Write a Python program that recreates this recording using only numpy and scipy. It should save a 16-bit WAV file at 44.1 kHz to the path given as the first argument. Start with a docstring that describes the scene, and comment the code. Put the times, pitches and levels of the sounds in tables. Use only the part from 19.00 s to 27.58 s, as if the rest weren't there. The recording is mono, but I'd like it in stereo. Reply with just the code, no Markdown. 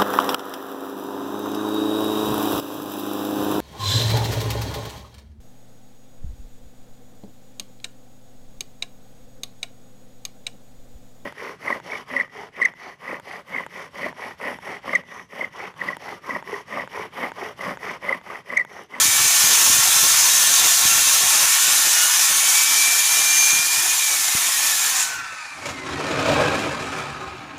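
"""A circular saw rips through an aluminium sheet on a stand outdoors: tooth impacts excite chip hiss and roar,
friction rings the blade's modes, and rotation makes a whine that follows the load. Power goes off near five
seconds; the coasting saw is lifted out, set down with a clack and dragged back across the booming sheet,
whose modes are driven by random contact. Low-passed turbulence gives a light breeze with gusts and puffs."""
import sys
import numpy as np
from scipy import signal
from scipy.fft import rfft, irfft
from scipy.io import wavfile
from scipy.ndimage import map_coordinates

SR = 44100
rng = np.random.default_rng(int(sys.argv[2]) if len(sys.argv) > 2 else 0)


def generate_wav(signal):
    """Clip the signal to [-1, 1] and save it as 16-bit WAV at the path in sys.argv[1]."""
    frames = np.transpose(np.atleast_2d(signal))
    scaled = np.clip(frames, -1, 1) * 32767
    pcm = np.round(scaled).astype(np.int16)
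    wavfile.write(sys.argv[1], SR, pcm)


N = 378378
TIME = np.arange(N) / SR
FREQS = np.maximum(np.fft.rfftfreq(N, 1 / SR), 1)
TEETH = 24
REFERENCE_SPEED_HZ = 2350  # teeth per s
TRIGGER_OFF_S = 4.95


def from_db(db):
    """Logarithmic level: decibels to amplitude gain."""
    return 10 ** (np.asarray(db) / 20)


def rms_one(x):
    """Normalisation: scale to an rms of 1."""
    return x / np.sqrt(np.mean(x ** 2) + 1e-20)


def in_time(rows):
    """Linear interpolation: each column of a time table at every sample."""
    s, *columns = np.transpose(rows)
    return [np.interp(TIME, s, column) for column in columns]


def in_hz(points):
    """Interpolation on a logarithmic frequency axis: a spectrum table at every frequency."""
    hz, value = np.transpose(points)
    return np.interp(np.log(FREQS), np.log(hz), value)


def fade_in(start, end):
    """Linear ramp from 0 to 1, at least 10 ms long."""
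    return np.clip((TIME - start) / max(end - start, .01), 0, 1)


def swells(rows):
    """Gaussian envelopes: each event adds a bell-shaped change in dB, computed on a coarse time grid."""
    coarse = TIME[::32]
    lift_db = sum(db * np.exp(-((coarse - s) / half_s) ** 2) for s, half_s, db in rows)
    return np.interp(TIME, coarse, lift_db)


def drift(rate_hz):
    """Low-pass filtered noise: a slow random wander of rms 1, made at a fortieth of the sample rate."""
    pole = np.exp(-80 * np.pi * rate_hz / SR)
    noise = rng.standard_normal(N // 40 + 2002)
    slow = signal.lfilter([1], [1, -2 * pole, pole * pole], noise)[2000:]  # skip the filter's start-up
    return np.interp(np.arange(N) / 40, np.arange(len(slow)), rms_one(slow))


def colour(spectrum):
    """Spectral shaping: gain by frequency of a smooth spectrum."""
    return from_db(in_hz(spectrum))


def lift(resonances):
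    """Modal superposition: the power of a body's resonance peaks adds to a flat response."""
    hz = FREQS.astype("float32")
    power = 0
    for centre, width, db in resonances:
        detuning = (hz - float(centre)) * float(2 / width)
        power = power + float(from_db(db) ** 2 - 1) / (1 + detuning ** 2)
    return np.sqrt(np.maximum(1 + power, .1))


def radiate(force, gain, likeness):
    """Random excitation of a linear body: force-weighted noise is filtered and sent out partly correlated."""
    alike = np.clip(in_hz(likeness), -.99, .99)
    mid, side = rfft(force * rng.standard_normal((2, N))) * gain
    mid = irfft(mid, N)
    side = irfft(side * np.sqrt((1 - alike) / (1 + alike)), N)
    return np.array([mid + side, mid - side]) / np.std(mid)


# blade speed under power, sagging as the saw is pushed: start_s [s], tooth_rate [teeth per s]
SPEED = [(0, 2312), (.25, 2285), (.55, 2160), (.95, 2030), (1.2, 2125), (1.55, 2100), (2.1, 2025),
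         (2.55, 2170), (2.9, 2165), (3.3, 2220), (3.6, 2298), (3.95, 2357), (4.7, 2404), (4.95, 2460)]
# load is 0 at the free speed and 1 at the laboured speed [teeth per s]
FREE_HZ, LABOURED_HZ = 2460, 2050
DRAG_PER_S, FRICTION_HZ_PER_S = .373, 149  # air drag and bearing friction slow the unpowered blade


def blade_speed():
    """Rotational deceleration: teeth per second under power and coasting, and the load from the speed sag."""
    powered_hz, = in_time(SPEED)
    load = (FREE_HZ - powered_hz) / (FREE_HZ - LABOURED_HZ)
    friction_hz = FRICTION_HZ_PER_S / DRAG_PER_S
    coasting = np.exp(-DRAG_PER_S * np.maximum(TIME - TRIGGER_OFF_S, 0))
    return (powered_hz + friction_hz) * coasting - friction_hz, load


def blade_turns(tooth_hz, wobble):
    """Phase integration: the turns of the blade so far, with a trembling speed."""
    return np.cumsum(tooth_hz * (1 + wobble * drift(28.5))) / SR / TEETH


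# how hard the blade is fed into the metal: start_s [s], feed_db [dB, set against REFERENCE_FEED_DB]
FEED = [(0.0, -14), (0.1, -16.5), (0.3, -15.5), (.55, -15), (1.9, -15.5), (3.25, -16), (3.42, -16.5),
        (3.55, -15), (3.67, -16.5), (4.3, -17), (4.5, -17), (4.68, -19.5), (4.76, -18), (5.15, -19),
        (5.27, -19), (5.4, -18.5), (5.56, -19.8), (5.65, -18), (5.77, -20), (5.86, -18), (5.93, -21),
        (6.02, -19.5)]
REFERENCE_FEED_DB = -15
HISS_DB, ROAR_DB = -14.5, -25  # chip hiss, and roar of sheet and fan, at the reference feed
ROAR_FOLLOWS = 1.13  # dB of roar per dB of feed
EASE_ROAR_DB, EASE_ROAR_S = 3.5, 1  # the nearly severed sheet rings more freely
EXIT_S, EXIT_LENGTH_S, EXIT_HISS_DB, EXIT_ROAR_DB = 6.005, 0.23, -22, -9  # the blade leaves the kerf


def cut_levels(uneven_db):
    """Excitation strength: hiss and roar in dB follow the feed and fall as the blade leaves the kerf."""
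    out_of_kerf = fade_in(EXIT_S, EXIT_S + EXIT_LENGTH_S)
    feed_db = in_time(FEED)[0] - REFERENCE_FEED_DB
    hiss_db = HISS_DB + feed_db + EXIT_HISS_DB * out_of_kerf
    freed_db = EASE_ROAR_DB * fade_in(TRIGGER_OFF_S, TRIGGER_OFF_S + EASE_ROAR_S)
    roar_db = ROAR_DB + ROAR_FOLLOWS * feed_db + freed_db + EXIT_ROAR_DB * out_of_kerf
    return hiss_db, roar_db + uneven_db * drift(28)


# spectrum of the torn chips: frequency_hz [Hz], density_db [relative dB per Hz]
CHIPS = [(1500, -30), (2600, -9.5), (3600, -5), (4600, -7.5), (5800, -1.5), (7200, -1), (7700, -4.5),
         (8800, -6), (9600, -2.5), (10700, -8), (13000, -9), (15400, -13.5)]
# spectrum of the roar of sheet and fan: frequency_hz [Hz], density_db [relative dB per Hz]
ROAR = [(60, -30), (130, -20.5), (220, -17.5), (350, -14), (500, -14), (750, -3.5), (950, -1), (1300, -4.5),
        (1650, -1.5), (2050, -2.5), (2500, -2.5), (3200, -14), (4500, -6.5), (7500, -20), (15000, -39)]
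# resonances of the saw: frequency_hz [Hz], width_hz [Hz], lift_db [dB]
SAW_BODY = [(885, 36, 2), (1099, 46, 7), (1340, 70, 7.5), (1508, 16, 6.5), (1778, 55, 6), (1830, 51, 6),
            (2416, 330, 6)]
# left-right likeness of the saw: frequency_hz [Hz], correlation [-1 to 1]
SAW_LIKENESS = [(200, 0.17), (1000, 0.69), (1800, 0.56), (2100, 0.53), (2400, 0.55), (3000, 0.3),
                (4500, 0.23), (6200, 0.43), (7800, 0.17), (8600, 0.062), (9700, 0.074), (11000, 0.029),
                (15000, 0.068)]
RUMBLE_HZ, RUMBLE_WAVER_DB = 580, 4.5  # the low end of the roar comes and goes
RUMBLE_DB, RUMBLE_LOAD_DB = -2.5, 5  # its change with the blade free, and what full load adds


def cutting(turns, load, hiss_db, roar_db, bite_depth, runout_db, chatter_db, surge_db, dull_hz):
    """Periodic impact excitation: teeth tear chips, biting harder once a turn and chattering in the kerf."""
    bites = 1 + bite_depth * np.cos(2 * np.pi * TEETH * turns)
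    force = bites * from_db(runout_db * np.sin(2 * np.pi * turns) + chatter_db * drift(130))
    chips = from_db(hiss_db + surge_db * drift(17.4)) * radiate(force, colour(CHIPS), SAW_LIKENESS)
    # out of the kerf the teeth only stir the air, which is duller
    dull = signal.sosfilt(signal.butter(3, min(dull_hz, SR / 3), fs=SR, output="sos"), chips)
    lifted = fade_in(5.85, 6.66)
    roar = from_db(roar_db) * radiate(force, colour(ROAR) * lift(SAW_BODY), SAW_LIKENESS)
    rumble = signal.sosfiltfilt(signal.butter(3, RUMBLE_HZ, fs=SR, output="sos"), roar)
    waver = rms_one(from_db(RUMBLE_WAVER_DB * drift(15.0)))
    roar = roar + rumble * (from_db(RUMBLE_DB + RUMBLE_LOAD_DB * load) * waver - 1)
    return (chips * (1 - lifted) + dull * lifted + roar) * (1 - fade_in(6.45, 6.89))


# blade modes: pitch_hz [Hz at reference speed], swing_rate_hz [Hz], level_db [relative dB],
# pinch_share [part of a pinch's lift], eased_db [dB change once the push eases]
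BLADE = [(1758, 10, -7.5, 0, 2), (3280, 26, -9.5, 0, -6), (3640, 11, -14, 0.081, -24),
         (6310, 22, 2, 1, -3.5), (7470, 13, -4, 0.28, 5)]
# moments when the kerf pinches the blade: centre_s [s], half_length_s [s], lift_db [dB]
PINCHES = [(1.3, 0.65, 2.7), (2.35, 0.1, 1.1), (4.44, 0.18, 12.8)]
SQUEAL_DB = -15.5  # against the hiss
EASE_S, EASE_LENGTH_S = 4.55, 0.07  # the push eases near the far edge


def squeal(tooth_hz, hiss_db, stiffening):
    """Friction-excited modes: the kerf rubs the blade into ringing, and spin stiffening raises the pitch."""
    clock = np.cumsum(1 + stiffening * ((tooth_hz / REFERENCE_SPEED_HZ) ** 2 - 1)) / SR
    pinch_db = swells(PINCHES)
    eased = fade_in(EASE_S, EASE_S + EASE_LENGTH_S)
    out = 0
    for hz, rate_hz, db, share, eased_db in BLADE:
        swing = (drift(rate_hz) + 1j * drift(rate_hz)) * np.exp(2j * np.pi * hz * clock)
        swing = swing / np.sqrt(np.abs(swing) + .01)  # friction evens the swing
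        out = out + from_db(db + share * pinch_db + eased_db * eased) * rms_one(np.real(swing))
    return from_db(hiss_db + SQUEAL_DB) * out * (1 - fade_in(6.46, 6.9))


# how loudly blade and sheet radiate a tooth tone, before load and speed: pitch_hz [Hz], level_db [dB]
TOOTH_RESPONSE = [(900, -56), (1200, -32.5), (1450, -22.5), (1600, -33), (1740, -21.5), (1850, -29),
                  (1950, -29), (2080, -31), (2190, -33), (2260, -25.5), (2385, -26), (2410, -27.5),
                  (2460, -29)]
# flares and dips of the tooth tone: centre_s [s], half_length_s [s], lift_db [dB]
TOOTH_WAVERS = [(0, 0.071, -11), (3.44, 0.017, 2.5), (3.515, .02, -9), (3.565, .025, 6), (3.75, .025, -4),
                (3.83, 0.091, 4.5), (4.09, .05, -4), (4.25, 0.022, -3), (4.32, 0.036, 2), (4.6, 0.048, 1.5),
                (4.665, 0.016, -14), (4.86, 0.04, -6), (4.97, 0.026, -13)]
# second harmonic during the coast, rising out of the kerf and dying after 7.6 s:
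# start_s [s], gain_db [dB over the kerf]
OCTAVE_COAST = [(5.6, 0), (6.05, 5), (6.3, 12), (6.5, 14), (6.8, 17), (6.95, 22), (7.2, 16), (7.6, 21),
                (7.9, 9), (8.2, -4)]
# howls of the gears when the feed jerks: centre_s [s], half_length_s [s], lift_db [dB]
JERKS = [(.99, 0.029, 5), (1.42, 0.044, 6), (1.65, 0.017, 10), (1.92, 0.033, 14), (2.6, 0.26, 4.5),
         (3.03, 0.1, 13)]
TOOTH_LOAD_DB = -26.5  # a deeply buried blade is damped: change at full load
PINCH_SHARE = 0.28  # share of a pinch's lift that the tooth tones get
OCTAVE_DB = -43.5  # second harmonic in the kerf
GEAR_DB, GEAR_LOAD_DB = -49, 8.5  # gear tones without load, and what full load adds
GEAR_OCTAVE_DB = 2.5  # the gear tone's second harmonic, against its first
# hum of the motor shaft: turns per blade turn, level running free, change under full load
MOTOR_TURNS, MOTOR_DB, MOTOR_LOAD_DB = 3.47, -54, -28
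WHINE_DB_PER_OCTAVE = 8  # gain per doubling of speed
OFF_POWER_DB, UNLOAD_S = -5.5, 0.1  # the tones drop as the trigger is let go


def whine(turns, tooth_hz, load, flutter_db, side_flutter_db, rattle, rattle_hz):
    """Rotational harmonics: tones locked to the blade cross resonances, follow load, and coast roughly."""
    pinch_db = PINCH_SHARE * swells(PINCHES)
    tooth_db = np.interp(tooth_hz, FREQS, in_hz(TOOTH_RESPONSE)) + TOOTH_LOAD_DB * load ** 2
    tooth_db = tooth_db + pinch_db + swells(TOOTH_WAVERS)
    octave_db = OCTAVE_DB + in_time(OCTAVE_COAST)[0] + pinch_db
    gear_db = GEAR_DB + GEAR_LOAD_DB * load + swells(JERKS)
    # the motor hum gets this drop twice: here and with all the tones
    off_power_db = OFF_POWER_DB * fade_in(TRIGGER_OFF_S, TRIGGER_OFF_S + UNLOAD_S)
    motor_db = MOTOR_DB + MOTOR_LOAD_DB * load + off_power_db
    speed_db = WHINE_DB_PER_OCTAVE * np.log2(tooth_hz / REFERENCE_SPEED_HZ) + off_power_db
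    slack = np.clip(rattle, 0, 1) * fade_in(5.2, 5.21)
    # cycles per blade turn, and level
    tones = [(TEETH, tooth_db), (2 * TEETH, octave_db),
             (TEETH * 2 / 3, gear_db), (TEETH * 4 / 3, gear_db + GEAR_OCTAVE_DB),
             (MOTOR_TURNS, motor_db)]
    out = 0
    for order, level_db in tones:
        waver_db = flutter_db * drift(41) + side_flutter_db * np.array([drift(14), drift(25.0)])
        steady = np.sqrt(2 * (1 - slack ** 2))
        swing = steady + slack * (drift(rattle_hz) + 1j * drift(rattle_hz))
        tone = np.real(swing * np.exp(2j * np.pi * order * turns))
        out = out + from_db(level_db + speed_db + waver_db) * tone
    return out


def free_ring(level_db, decay_s):
    """Damped free vibration: leaving the kerf, the blade rings on in a low mode at 1518 Hz."""
    envelope = fade_in(5.93, 6.16) * np.exp(-np.maximum(TIME - 6.08, 0) / decay_s)
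    return from_db(level_db) * envelope * np.sin(2 * np.pi * 1518 * TIME)


# strength of the sheet's scraping and rumbling swell:
# start_s [s], strength_db [dB, set against REFERENCE_SCRAPE_DB]
SCRAPE = [(6.75, -42), (6.916, -37.5), (7.06, -32), (7.1, -30), (7.24, -28), (7.29, -23.5), (7.41, -25),
          (7.47, -25), (7.62, -30), (7.874, -34.5), (7.98, -34), (8.194, -38.5), (8.57, -42.5)]
# spectra of the sheet's boom, drumming and rasp, and of the crunching swarf:
# frequency_hz [Hz], density_db [relative dB per Hz]
BOOM = [(25, -44), (45, -39), (70, 1), (150, -1.5), (200, -7), (290, 2), (400, -7), (520, -21), (900, -45)]
DRUM = [(300, -55), (450, 5), (620, -1), (740, -3.5), (1000, -27), (2000, -48)]
RASP = [(450, -24), (780, -3), (1300, -3), (1650, -3.5), (2000, -9.5), (2450, -7.5), (3100, -11.5),
        (5000, -17), (12000, -46)]
GRIT = [(1500, 1.5), (2500, -1.5), (3700, -2), (5000, -1.5), (7000, -3.5), (8500, -9.5), (11000, -17),
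        (15000, -37)]
# resonances of the loose sheet: frequency_hz [Hz], width_hz [Hz], lift_db [dB]
SHEET = [(146, 7, 9), (215, 8, 6), (262, 14, 7), (297, 10, 8), (380, 9, 11), (481, 8, 6), (545, 14, 9),
         (599, 11, 9), (644, 6, 13), (750, 8, 5), (790, 12, 5), (946, 11, 5), (1070, 15, 7), (1274, 27, 6),
         (1610, 16, 3), (2400, 240, 5.5), (3890, 43, 6)]
# left-right likeness of the whole sheet: frequency_hz [Hz], correlation [-1 to 1]
SHEET_LIKENESS = [(40, .8), (200, 1), (700, 0.88), (1500, 0.71), (2400, 0.98), (3200, 0.48), (7000, 0.33),
                  (12000, 0.16)]
REFERENCE_SCRAPE_DB = -22
TOUCH_S, SETTLE_S = 6.49, 0.19  # the shoe touches down and takes the saw's weight
GRIT_FALL_S, GRIT_FALL_DB_PER_S = 7.95, 22.5  # the crunching starts to die faster
# each voice at the reference strength, and its dB per dB of strength
BOOM_DB, BOOM_FOLLOWS = -22.5, 1
DRUM_DB, DRUM_FOLLOWS = -18.5, 1.74
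RASP_DB, RASP_FOLLOWS = -20, 0.86
GRIT_DB, GRIT_FOLLOWS = -27, 0.55


def scraping(sheet_lift, judder_db, grain_db):
    """Sliding-contact excitation: a juddering force makes the sheet boom, drum and rasp over crunching swarf."""
    strength_db = in_time(SCRAPE)[0] - REFERENCE_SCRAPE_DB
    grit_fall_db = -GRIT_FALL_DB_PER_S * np.maximum(TIME - GRIT_FALL_S, 0)
    force = from_db(judder_db * drift(80))
    gritty = force * from_db(grain_db * drift(320))
    layers = [(BOOM_DB, BOOM_FOLLOWS, force, BOOM), (DRUM_DB, DRUM_FOLLOWS, force, DRUM),
              (RASP_DB, RASP_FOLLOWS, force, RASP), (GRIT_DB + grit_fall_db, GRIT_FOLLOWS, gritty, GRIT)]
    sheet = 0
    for db, follows, push, spectrum in layers:
        voice = radiate(push, colour(spectrum) * sheet_lift, SHEET_LIKENESS)
        sheet = sheet + from_db(db + follows * strength_db) * voice
    return fade_in(TOUCH_S, TOUCH_S + SETTLE_S) * sheet


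# shoe and guard knocking on the sheet: start_s [s], level_db [relative dB]
KNOCKS = [(6.323, -37), (6.625, -36), (6.657, -24), (6.688, -29), (6.889, -35), (7.085, -30), (7.195, -26),
          (7.262, -26), (7.283, -31), (7.315, -28), (7.336, -31), (7.398, -28), (7.545, -28), (7.591, -26),
          (7.821, -30), (7.98, -31), (8.229, -44)]
# spectrum of a knock: frequency_hz [Hz], density_db [relative dB per Hz]
KNOCK_COLOUR = [(80, -2), (300, -1), (900, 5), (2400, 2), (4000, -2), (7000, -1.5), (10000, -14),
                (15000, -22)]


def knocks(sheet_lift, decay_s):
    """Impact excitation: each knock is a decaying burst of random metal contact on the sheet."""
    force = 0
    for s, db in KNOCKS:
        force = force + from_db(db) * (TIME >= s) * np.exp(-np.clip(TIME - s, 0, 1) / decay_s)
    rattle = radiate(1, colour(KNOCK_COLOUR) * sheet_lift, SHEET_LIKENESS)
    return from_db(-1.0) * force * rattle


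# bands that briefly flare or fade:
# centre_s [s], half_length_s [s], frequency_hz [Hz], width_hz [Hz], lift_db [dB]
FLARES = [(.53, .035, 3600, 1800, 4), (1.2, .05, 5350, 1500, 3.5), (1.225, 0.058, 930, 150, 7),
          (1.6, 0.074, 3750, 600, 5), (1.865, 0.068, 3850, 600, 3), (2.34, 0.014, 1000, 400, 6),
          (3.156, .09, 1000, 300, 3), (4.02, 0.19, 10600, 500, 5), (4.8, .17, 350, 35, 12),
          (5.66, 0.038, 3500, 1500, 2), (6.015, 0.079, 7340, 1200, 5), (6.95, .25, 335, 90, 6.5),
          (7.302, 0.14, 616, 90, 5.5), (7.4, .04, 1000, 700, 4), (8.123, .12, 390, 24, 6),
          (8.15, 0.2, 292, 90, -12), (8.2, 0.46, 1254, 40, 4.5), (8.3, .3, 1030, 160, -4),
          (8.35, 0.45, 800, 30, 5), (8.45, .15, 500, 24, 5)]


def flaring(x):
    """Local resonant filtering: single bands rise or sink for a moment."""
    out = x.copy()
    for s, half_s, hz, width, db in FLARES:
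        near = slice(max(int((s - 3 * half_s) * SR), 0), int((s + 3 * half_s) * SR))
        band = signal.lfilter(*signal.iirpeak(hz, hz / width, fs=SR), x[:, near])
        bell = np.exp(-((TIME[near] - s) / half_s) ** 2)
        out[:, near] += band * (from_db(db * bell) - 1)
    return out


def spectral_flutter(x, depth_db, width_hz, hold_s, size=2048):
    """Random spectral modulation: narrow bands of the noise swell and fade at random."""
    overlap = size * 3 // 4
    _, _, frames = signal.stft(x, nperseg=size, noverlap=overlap)
    swell = rng.standard_normal((frames.shape[1], frames.shape[2]))
    spans = [width_hz * size / SR, hold_s * SR * 4 / size]  # smoothing in bins, then in frames
    for axis, span in enumerate(spans):
        pole = np.exp(-1 / span)
        swell = signal.filtfilt([1 - pole], [1, -pole], swell, axis=axis, method="gust")
    gain = rms_one(from_db(depth_db * rms_one(swell)))
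    return signal.istft(frames * gain, nperseg=size, noverlap=overlap)[1][:, :N]


# the saw's bearing: start_s [s], right_lag [samples]
BEARING = [(0, -.3), (2.5, .7), (5.9, 1.6), (6.4, -2), (8.58, -4)]


def place(x):
    """Time difference of arrival: the saw's bearing delays one side against the other."""
    lag, = in_time(BEARING)
    sides = []
    for side, sign in zip(x, (1, -1)):
        position = np.arange(N) + sign * lag / 2
        sides.append(map_coordinates(side, [position], order=3, mode="nearest"))
    return np.array(sides)


# gusts: centre_s [s], half_length_s [s], lift_db [dB]
GUSTS = [(.04, 0.033, 3), (.26, 0.023, 10), (.48, 0.022, 2), (.72, 0.094, 12), (1.03, 0.056, 11),
         (1.93, 0.083, 7), (2.25, .06, 10), (2.42, 0.033, 12), (2.69, 0.08, 18), (4.2, 0.2, 12),
         (4.57, 0.069, 22), (4.78, 0.035, 19), (4.87, 0.02, 17), (5.16, 0.037, 15), (5.55, 0.045, 15),
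         (6.2, 0.35, 13.5)]
# spectrum of the buffeting: frequency_hz [Hz], density_db [relative dB per Hz]
BUFFET = [(25, -55), (50, -16), (75, 1), (130, -0.5), (200, -4.5), (310, -4.5), (520, -9), (900, -29)]
# puffs of wind on the ports: start_s [s], level_db [dB before filtering], left_minus_right_db [dB]
PUFFS = [(0.699, -27, 5), (0.765, -31, 25), (1.04, -23, 14), (1.086, -38, 0), (1.853, -22.5, 16),
         (2.236, -27, -8), (2.722, -36, 0), (4.532, -30, -14), (4.594, -32, -14), (4.779, -32, -2),
         (5.35, -23, 24)]
# the breeze drops to a lull
BREEZE_DB, LULL_S, LULL_LENGTH_S, LULL_DB = -47.5, 1.98, 0.83, -18.5
FAR_DB = -66  # the air never stills below this


def wind(lumpy_db, gusty_db, puff_hz, puff_decay_s):
    """Turbulent pressure fluctuation: a breeze buffets each port on its own, with gusts and sharp puffs."""
    level_db = BREEZE_DB + LULL_DB * fade_in(LULL_S, LULL_S + LULL_LENGTH_S)
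    level_db = level_db + swells(GUSTS) + gusty_db * drift(8.4)
    eddies = from_db(lumpy_db * drift(32)) * rng.standard_normal((2, N))
    buffeting = rms_one(irfft(rfft(eddies) * colour(BUFFET), N))
    out = np.hypot(from_db(level_db), from_db(FAR_DB)) * buffeting
    age = np.arange(4096) / SR
    puff = np.cos(2 * np.pi * puff_hz * age) * np.exp(-age / puff_decay_s)
    puff = signal.sosfilt(signal.butter(4, 520, fs=SR, output="sos"), puff)
    for s, db, pan_db in PUFFS:
        start = int(s * SR)
        out[:, start:start + len(puff)] += from_db(db + pan_db * np.array([[.5], [-.5]])) * puff
    return out


# brief dips of the bass: centre_s [s], half_length_s [s], lift_db [dB]
BASS_DIPS = [(.93, 0.012, -2), (1.095, 0.015, -12), (2.04, 0.017, -17), (2.3, 0.018, -4),
             (2.55, 0.027, -20), (3.11, 0.047, -18), (3.265, 0.016, -22), (4.06, .035, -9),
             (5.06, .015, -6), (5.41, 0.013, -10)]


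def bass_dips(x):
    """Band-limited amplitude modulation: the level below 650 Hz dips briefly now and then."""
    bass = signal.sosfiltfilt(signal.butter(4, 650, fs=SR, output="sos"), x)
    return x + bass * (from_db(swells(BASS_DIPS)) - 1)


def scene():
    """Superposition of sources: the saw in the cut, then dragged over the sheet, in a light breeze."""
    tooth_hz, load = blade_speed()
    turns = blade_turns(tooth_hz, wobble=0.00101)
    hiss_db, roar_db = cut_levels(uneven_db=0.88)
    sheet_lift = lift(SHEET)
    rough = cutting(turns, load, hiss_db, roar_db, bite_depth=0.36, runout_db=0.1, chatter_db=0.56,
                    surge_db=0.54, dull_hz=10800)
    rough = rough + scraping(sheet_lift, judder_db=1.5, grain_db=2.0)
    rough = rough + knocks(sheet_lift, decay_s=0.025)
    tones = squeal(tooth_hz, hiss_db, stiffening=.012) + free_ring(level_db=-28, decay_s=0.2)
    tones = tones + whine(turns, tooth_hz, load, flutter_db=1.5, side_flutter_db=1.0,
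                          rattle=1.0, rattle_hz=30)
    # wide bands first, then narrow ones
    rough = spectral_flutter(rough, depth_db=0.77, width_hz=130, hold_s=0.015, size=512)
    metal = spectral_flutter(flaring(rough), depth_db=3.0, width_hz=5.8, hold_s=0.029) + tones
    breeze = wind(lumpy_db=3.5, gusty_db=3.5, puff_hz=111, puff_decay_s=0.0019)
    return bass_dips(place(metal) + breeze)


# the two microphone ports: frequency_hz [Hz], left_minus_right_db [dB]
PORTS = [(100, -0.5), (1500, -0.5), (2400, 0), (3600, -0.7), (5200, 0.5), (6100, 2.5), (6850, 7.5),
         (7500, 1.5), (8500, 1.5), (9600, 0.6), (15000, -0.5)]


def record(dry):
    """Transducer response: ports colour each side, peaks saturate softly, deep bass and top are cut."""
    heard = irfft(rfft(dry) * from_db(in_hz(PORTS) * [[.5], [-.5]]), N)
    heard = signal.sosfilt(signal.butter(2, 45, "high", fs=SR, output="sos"), heard)
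    heard = heard / (1 + (heard / .76) ** 8) ** (1 / 8)
    return signal.sosfilt(signal.ellip(12, .1, 80, 15500, fs=SR, output="sos"), heard)


dry = scene()
out = record(dry)
generate_wav(out)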